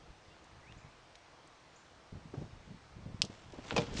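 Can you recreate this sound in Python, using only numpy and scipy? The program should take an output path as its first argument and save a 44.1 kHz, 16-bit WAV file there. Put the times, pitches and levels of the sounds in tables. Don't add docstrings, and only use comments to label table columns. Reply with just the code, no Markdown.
import sys
import numpy as np
from scipy import signal
from scipy.fft import irfft
from scipy.io import wavfile
from scipy.ndimage import uniform_filter1d

SR = 44100
rng = np.random.default_rng(int(sys.argv[2]) if len(sys.argv) > 2 else 0)


def wav_out(sig):
    wavfile.write(sys.argv[1], SR, np.round(np.clip(np.atleast_2d(sig).T, -1, 1) * 32767).astype(np.int16))


N = 176400


# (the row at 3.776 s is
HOOFBEATS = [(0.081, -67, 94, -51.5, 0.015), (0.106, -48, 73.6, -57, 0.02), (0.285, -53.5, 83, -61, 0.037),
             (0.532, -51, 95, -64, 0.038), (0.571, -51, 100, -76, 0.092), (0.7, -49.5, 139, -67, 0.017),
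             (0.717, -50.5, 100, -59, 0.038), (.769, -47.5, 98, -53, 0.029),
             (0.849, -46.5, 113, -61, 0.029), (.852, -55, 650, -60, 0.018), (2.128, -52, 92, -44.5, 0.027),
             (2.156, -46, 131, -47.5, 0.04), (2.179, -46, 99, -57, 0.0084), (2.259, -40, 133, -55, 0.077),
             (2.3415, -34, 290, -46, .018), (2.3445, -37, 520, -50, .012), (2.373, -38, 170, -47, .015),
             (2.381, -34.5, 140, -47, .02), (2.389, -34.5, 130, -46, .02), (2.417, -34, 160, -43, .028),
             (2.423, -37, 220, -54, .01), (2.534, -44, 81.5, -56.5, 0.19), (2.678, -52, 128, -52.5, 0.038),
             (2.71, -48, 135, -47.5, 0.032), (2.747, -41.5, 150, -77, 0.14), (2.969, -42, 110, -50, .06),
             (3.063, -38, 135, -46.5, .025), (3.102, -44, 200, -51, .02), (3.147, -35, 140, -52, .018),
             (3.202, -45, 110, -44.5, 0.025), (3.240, -51, 198, -38, 0.012),
             (3.301, -37.5, 216, -51, 0.026), (3.463, -50, 107, -55.5, 0.16),
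             (3.537, -39.5, 353, -50, 0.036), (3.589, -37.5, 242, -43, 0.011),
             (3.652, -50, 520, -51, 0.013), (3.724, -44, 330, -38, 0.019), (3.743, -30, 175, -42.5, 0.033),
             (3.7653, -20, 560, -39.5, 0.0048), (3.776, -30, 330, -50, .01),
             (3.7801, -24, 560, -45, 0.0071), (3.798, -28, 190, -37, 0.034), (3.885, -44, 240, -44, 0.034),
             (3.918, -53, 140, -38.5, 0.037), (3.955, -35, 201, -48, 0.041), (3.976, -36, 180, -51, 0.017),
             (3.994, -29.5, 215, -44, .03)]
# f/Hz, level/dB
GRIT_TONE = [(150, 16), (500, -8), (900, 11.5), (1800, 2), (3000, 0.5), (5600, 1.5), (9500, -19.5)]
# t/s, crack level/dB, rattle level/dB relative to the crack, crack top f/Hz,
# crack bottom f/Hz, clunk level/dB, ring level/dB, clack f/Hz, clack level/dB, clack t60/s
POLE_HITS = [(3.7085, -11, -3.5, 4040, 910, -36, -42.5, 1470, -31.5, 0.0079),
             (3.7642, -12, 4, 7250, 342, -4.5, -45, 2520, -30.5, 0.054),
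             (3.7796, -8.5, -1, 5900, 170, -5, -31.5, 2384, -32.5, 0.063)]
# f/Hz, level/dB
CRACK_TONE = [(60, -34), (200, -21), (700, 7.5), (1400, 10), (1900, 4.5), (2600, 9), (3400, 9), (4100, 6.5),
              (5500, 4.5), (7300, 0), (9500, -7)]
# f/Hz, level/dB
CLUNK_TONE = [(25, -42), (70, -28), (140, -4), (300, 1), (500, 9), (660, 4), (820, 7), (1000, 5),
              (1500, -26.5), (3000, -33.5)]
# f/Hz, relative level/dB, t60/s
POLE_NOTES = [(110, -3.5, 0.15), (153, -4.5, 0.13), (193, 3.5, 0.15), (281, -8, 0.28), (327, -7, 0.098),
              (466.6, 1.5, 0.21), (530, -19, 0.22), (591, -2, 0.19), (615, -12, 0.19), (730, -19, 0.097),
              (806, -10, 0.056), (873, -7.5, 0.078), (1011, -4, 0.079), (2413, -18, 0.08)]
# t/s, level/dB, pitch multiplier, rattle level/dB relative to the snap # (the row
# at 3.25 s is an echo of the take-off snap at 3.219 s)
SNAP_EVENTS = [(.443, -44.5, 1.45, -4), (0.7236, -32, .62, -13), (.7242, -43.5, 1.22, -6),
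               (1.1543, -33.5, 0.75, -5.5), (1.156, -37.5, 1.18, -3), (1.475, -42.5, 1.5, -4),
               (3.2191, 0.5, 0.98, -10), (3.2219, -21.5, 1.72, -9), (3.25, -25, 1.22, -4),
               (3.523, -37, 1.1, -6), (3.868, -30.5, .62, -8), (3.941, -29.5, 1.18, -5),
               (3.973, -21.5, 0.81, -6)]
# f/Hz, level/dB
SNAP_TONE = [(30, -34), (200, -39), (900, -8.5), (1600, -17), (2100, -10), (2800, 5), (3800, 2),
             (5400, 6.5), (6500, -5), (8300, -9.5), (9800, -23), (14000, -29)]
# t/s, level/dB
SAND_LEVELS = [(3.3, -60.5), (3.5, -67), (3.62, -60), (3.692, -51), (3.74, -54), (3.82, -46), (3.86, -63),
               (3.925, -57.5), (3.956, -53.5), (3.97, -48), (4.0, -50)]
# f/Hz, level/dB
SAND_TONE = [(30, -30), (150, 8), (500, 3), (1000, 0.5), (1800, 0), (2800, 0.5), (4000, -4), (5600, -7),
             (7500, -9.5), (9500, -28)]
# f/Hz, level/dB
SPRAY_TONE = [(300, -23), (1800, -14), (3000, -0.5), (5600, 0), (7200, -5), (9500, -22)]
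# t/s, level/dB
RUMBLE_LEVELS = [(0, -60.5), (.2, -68.5), (.42, -73), (.55, -63), (.85, -65), (1.2, -71), (2.05, -73),
                 (2.2, -65), (2.42, -60), (2.851, -67.5), (3.1, -51), (3.4, -66), (3.65, -59), (3.79, -53),
                 (3.86, -55), (4.0, -47)]
# f/Hz, level/dB
RUMBLE_TONE = [(10, -12.5), (45, -2), (80, -3), (120, 0.5), (170, -8), (260, -19), (600, -50),
               (2000, -68.5)]
# t/s, length/s, start f/Hz, end f/Hz, level/dB, echo level/dB relative to the note
BIRD_NOTES = [(.255, .02, 1950, 2150, -69, 0), (.300, .045, 2680, 2880, -63.5, -5),
              (.622, .035, 1820, 2100, -65, -4), (.661, .062, 2100, 2850, -59.5, -6),
              (.773, .012, 5600, 7600, -67, 4), (1.757, .012, 5450, 7600, -61, 2)]
# t/s, level/dB
PIPS = [(.786, -59), (.802, -62), (.817, -58), (.828, -62), (.838, -57), (.862, -63), (.882, -62)]
# f/Hz, level/dB
AIR_TONE = [(15, -64), (25, -36), (54, 3), (129, -16.5), (157, 1.5), (187, -8.5), (286, -7.5), (332, 0),
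            (357, -8.5), (493, -4), (559, -5.5), (633, -3.5), (896, -5), (1150, -6.5), (2250, -12),
            (5780, -18.5), (9500, -32), (12400, -99), (20900, -120)]


def hooves(soil_rise_s=0.0045, soil_pitch_ratio=0.74, soil_octaves=1.276, grit_db=-36.5, grit_s=0.038):
    thuds, scuff_level = np.zeros(N), np.zeros(N)
    t = np.arange(-SR // 20, SR // 3) / SR
    since_landing = np.maximum(t, 0)
    rise = np.exp(np.minimum(t, 0) / soil_rise_s)
    f = np.fft.rfftfreq(len(t), 1 / SR) + 1
    for at_s, db, hz, soil_db, decay_s in HOOFBEATS:
        u = (np.pi * hz * t) ** 2
        thump = (1 - 2 * u) * np.exp(-u)
        band = np.exp(-(np.log2(f / (hz * soil_pitch_ratio)) / soil_octaves) ** 2 / 2)
        envelope = rise * np.exp(-since_landing / decay_s)
        soil = irfft(band * np.exp(2j * np.pi * rng.random(len(f))), len(t)) * envelope
        soil *= np.linalg.norm(envelope) / np.linalg.norm(soil)
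        add(thuds, at_s + t[0], amp(db) * thump + amp(soil_db) * soil)
        add(scuff_level, at_s + t[0], amp(db + grit_db) * rise * np.exp(-since_landing / grit_s))
    return thuds + with_tone(scuff_level * grains(spread_db=3), GRIT_TONE)


def pole_knocks():
    out, t = np.zeros(N), np.arange(SR // 2) / SR
    ring = sum((-1) ** k * fading_note(t, hz, db, t60) for k, (hz, db, t60) in enumerate(POLE_NOTES))
    for (at_s, crack_db, rattle_db, top_hz, bottom_hz,
         clunk_db, ring_db, clack_hz, clack_db, clack_t60) in POLE_HITS:
        clack = fading_note(t, clack_hz, clack_db, clack_t60)
        contact = echoing_click(rattle_db, near_s=0.0095, far_db=rattle_db - 8.5, far_s=0.2)
        crack = filtered(with_tone(contact, CRACK_TONE), top_hz, "low", order=5)
        crack = filtered(crack, bottom_hz, "high")
        crack = softened(crack, spread_s=0.0002, hz=2900)
        clunk = with_tone(echoing_click(near_db=-3, near_s=0.011, far_db=-14, far_s=0.069), CLUNK_TONE)
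        body = filtered(amp(clunk_db) * clunk + amp(ring_db) * ring, bottom_hz / 2, "high")
        add(out, at_s, amp(crack_db) * crack + clack + body)
    return out


def snaps():
    out = np.zeros(N)
    for at_s, db, pitch, rattle_db in SNAP_EVENTS:
        click = echoing_click(rattle_db, near_s=0.005, far_db=-18, far_s=0.025)
        tone = [(hz * pitch, level) for hz, level in SNAP_TONE]
        add(out, at_s, amp(db) * with_tone(click, tone))
    return softened(out, spread_s=0.00011, hz=5070)


def kicked_sand(clump_db=2.5, clump_s=0.0049):
    times, db = np.transpose(SAND_LEVELS)
    clumps = normalised(filtered(rng.standard_normal(N), 1 / (2 * clump_s), "low"))
    level_db = np.interp(np.arange(N) / SR, times, db, left=-120) + clump_db * clumps
    return with_tone(grains(spread_db=1) * amp(level_db), SAND_TONE)


def sand_spray(start_s=3.945, rise_s=0.044, level_db=-42):
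    swell = np.clip((np.arange(N) / SR - start_s) / rise_s, 0, 1)
    return amp(level_db) * with_tone(grains(spread_db=-3) * swell, SPRAY_TONE)


def ground_rumble():
    times, db = np.transpose(RUMBLE_LEVELS)
    rumble = normalised(with_tone(rng.standard_normal(N), RUMBLE_TONE))
    return rumble * amp(np.interp(np.arange(N) / SR, times, db))


def birds(bend=1.5, waver_depth=0.006, waver_hz=160, flutter_db=1.5):
    out = np.zeros(N)
    for at_s, length_s, start_hz, end_hz, db, echo_db in BIRD_NOTES:
        progress = np.linspace(0, 1, int(length_s * SR))
        wobbles = normalised(filtered(rng.standard_normal((2, SR)), waver_hz, "low"))
        waver, flutter = wobbles[:, -len(progress):]
        glide_hz = end_hz + (start_hz - end_hz) * (1 - progress) ** bend
        hz = glide_hz * (1 + waver_depth * waver)
        envelope = amp(db + flutter_db * flutter) * np.sqrt(abs(np.sin(np.pi * progress)))
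        note = envelope * np.sin(2 * np.pi * np.cumsum(hz) / SR)
        echoes = echoing_click(near_db=-6, near_s=0.008, far_db=echo_db, far_s=0.06)
        add(out, at_s, signal.fftconvolve(note, echoes))
    return out


def chatter(centre_hz=2330, rise_s=0.0013):
    out, t = np.zeros(N), np.arange(SR // 20) / SR
    envelope = t / rise_s * np.exp(1 - t / rise_s)
    for at_s, db in PIPS:
        hz = centre_hz * rng.uniform(0.92, 1.08)
        add(out, at_s, amp(db) * envelope * np.sin(2 * np.pi * hz * t))
    return out


def air_in_trees(level_db=-60.5, patchy_db=1.1):
    hz, _, spectrum = signal.stft(rng.standard_normal(N), SR, nperseg=2048, noverlap=1536)
    patches = uniform_filter1d(rng.standard_normal(spectrum.shape), size=14, axis=0)
    patches = normalised(uniform_filter1d(patches, size=10, axis=1))
    f, db = np.transpose(AIR_TONE)
    tone_db = np.interp(np.log(hz + 1), np.log(f + 1), db)
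    spectrum *= amp(tone_db[:, None] + patchy_db * patches)
    _, wash = signal.istft(spectrum, SR, nperseg=2048, noverlap=1536)
    return amp(level_db) * normalised(wash[:N])


def fading_note(t, hz, db, t60):
    return amp(db - 60 * t / t60) * np.sin(2 * np.pi * hz * t)


def grains(spread_db):
    size = amp(spread_db * np.minimum(rng.exponential(1, N), 4))
    return normalised(rng.standard_normal(N) * size * (rng.random(N) < 0.2))


def echoing_click(near_db, near_s, far_db, far_s):
    out = amp(near_db) * reflections(near_s) + amp(far_db) * reflections(far_s)
    out[0] += 1
    return out


def reflections(decay_s, rise_s=0.0014):
    t = np.arange(SR // 2) / SR
    tail = rng.standard_normal(len(t)) * np.exp(-t / decay_s) * (1 - np.exp(-t / rise_s))
    return tail / np.linalg.norm(tail)


def with_tone(x, tone, size=8192):
    f, db = np.transpose(tone)
    hz = abs(np.fft.fftfreq(size, 1 / SR)) + 1
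    log_gain = np.log(amp(np.interp(np.log(hz), np.log(f), db)))
    response = np.exp(np.conj(signal.hilbert(log_gain)))
    taps = np.fft.ifft(response).real[:size // 2]
    return signal.fftconvolve(x, taps / np.linalg.norm(taps))[:len(x)]


def softened(x, spread_s, hz):
    r = np.exp(-1 / (spread_s * SR))
    feedback = [1, -2 * r * np.cos(2 * np.pi * hz / SR), r * r]
    return signal.lfilter(feedback[::-1], feedback, x)


def filtered(x, hz, kind, order=2):
    return signal.sosfilt(signal.butter(order, min(hz, SR / 3), kind, fs=SR, output="sos"), x)


def amp(db):
    return 10 ** (np.asarray(db) / 20)


def normalised(x):
    return x / np.sqrt(np.mean(x ** 2) + 1e-20)


def add(mix, at_s, sound):
    part = mix[max(round(at_s * SR), 0):][:len(sound)]
    part += sound[:len(part)]


def scene():
    horse = hooves() + snaps() + pole_knocks() + kicked_sand() + sand_spray()
    background = birds() + chatter() + air_in_trees() + ground_rumble()
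    return (horse + background)[None]


def record(dry, top_hz=9750):
    low_pass = signal.firwin(511, top_hz, window=("kaiser", 9), fs=SR)
    return signal.oaconvolve(dry, low_pass[None], "same")


dry = scene()
out = record(dry)
wav_out(out)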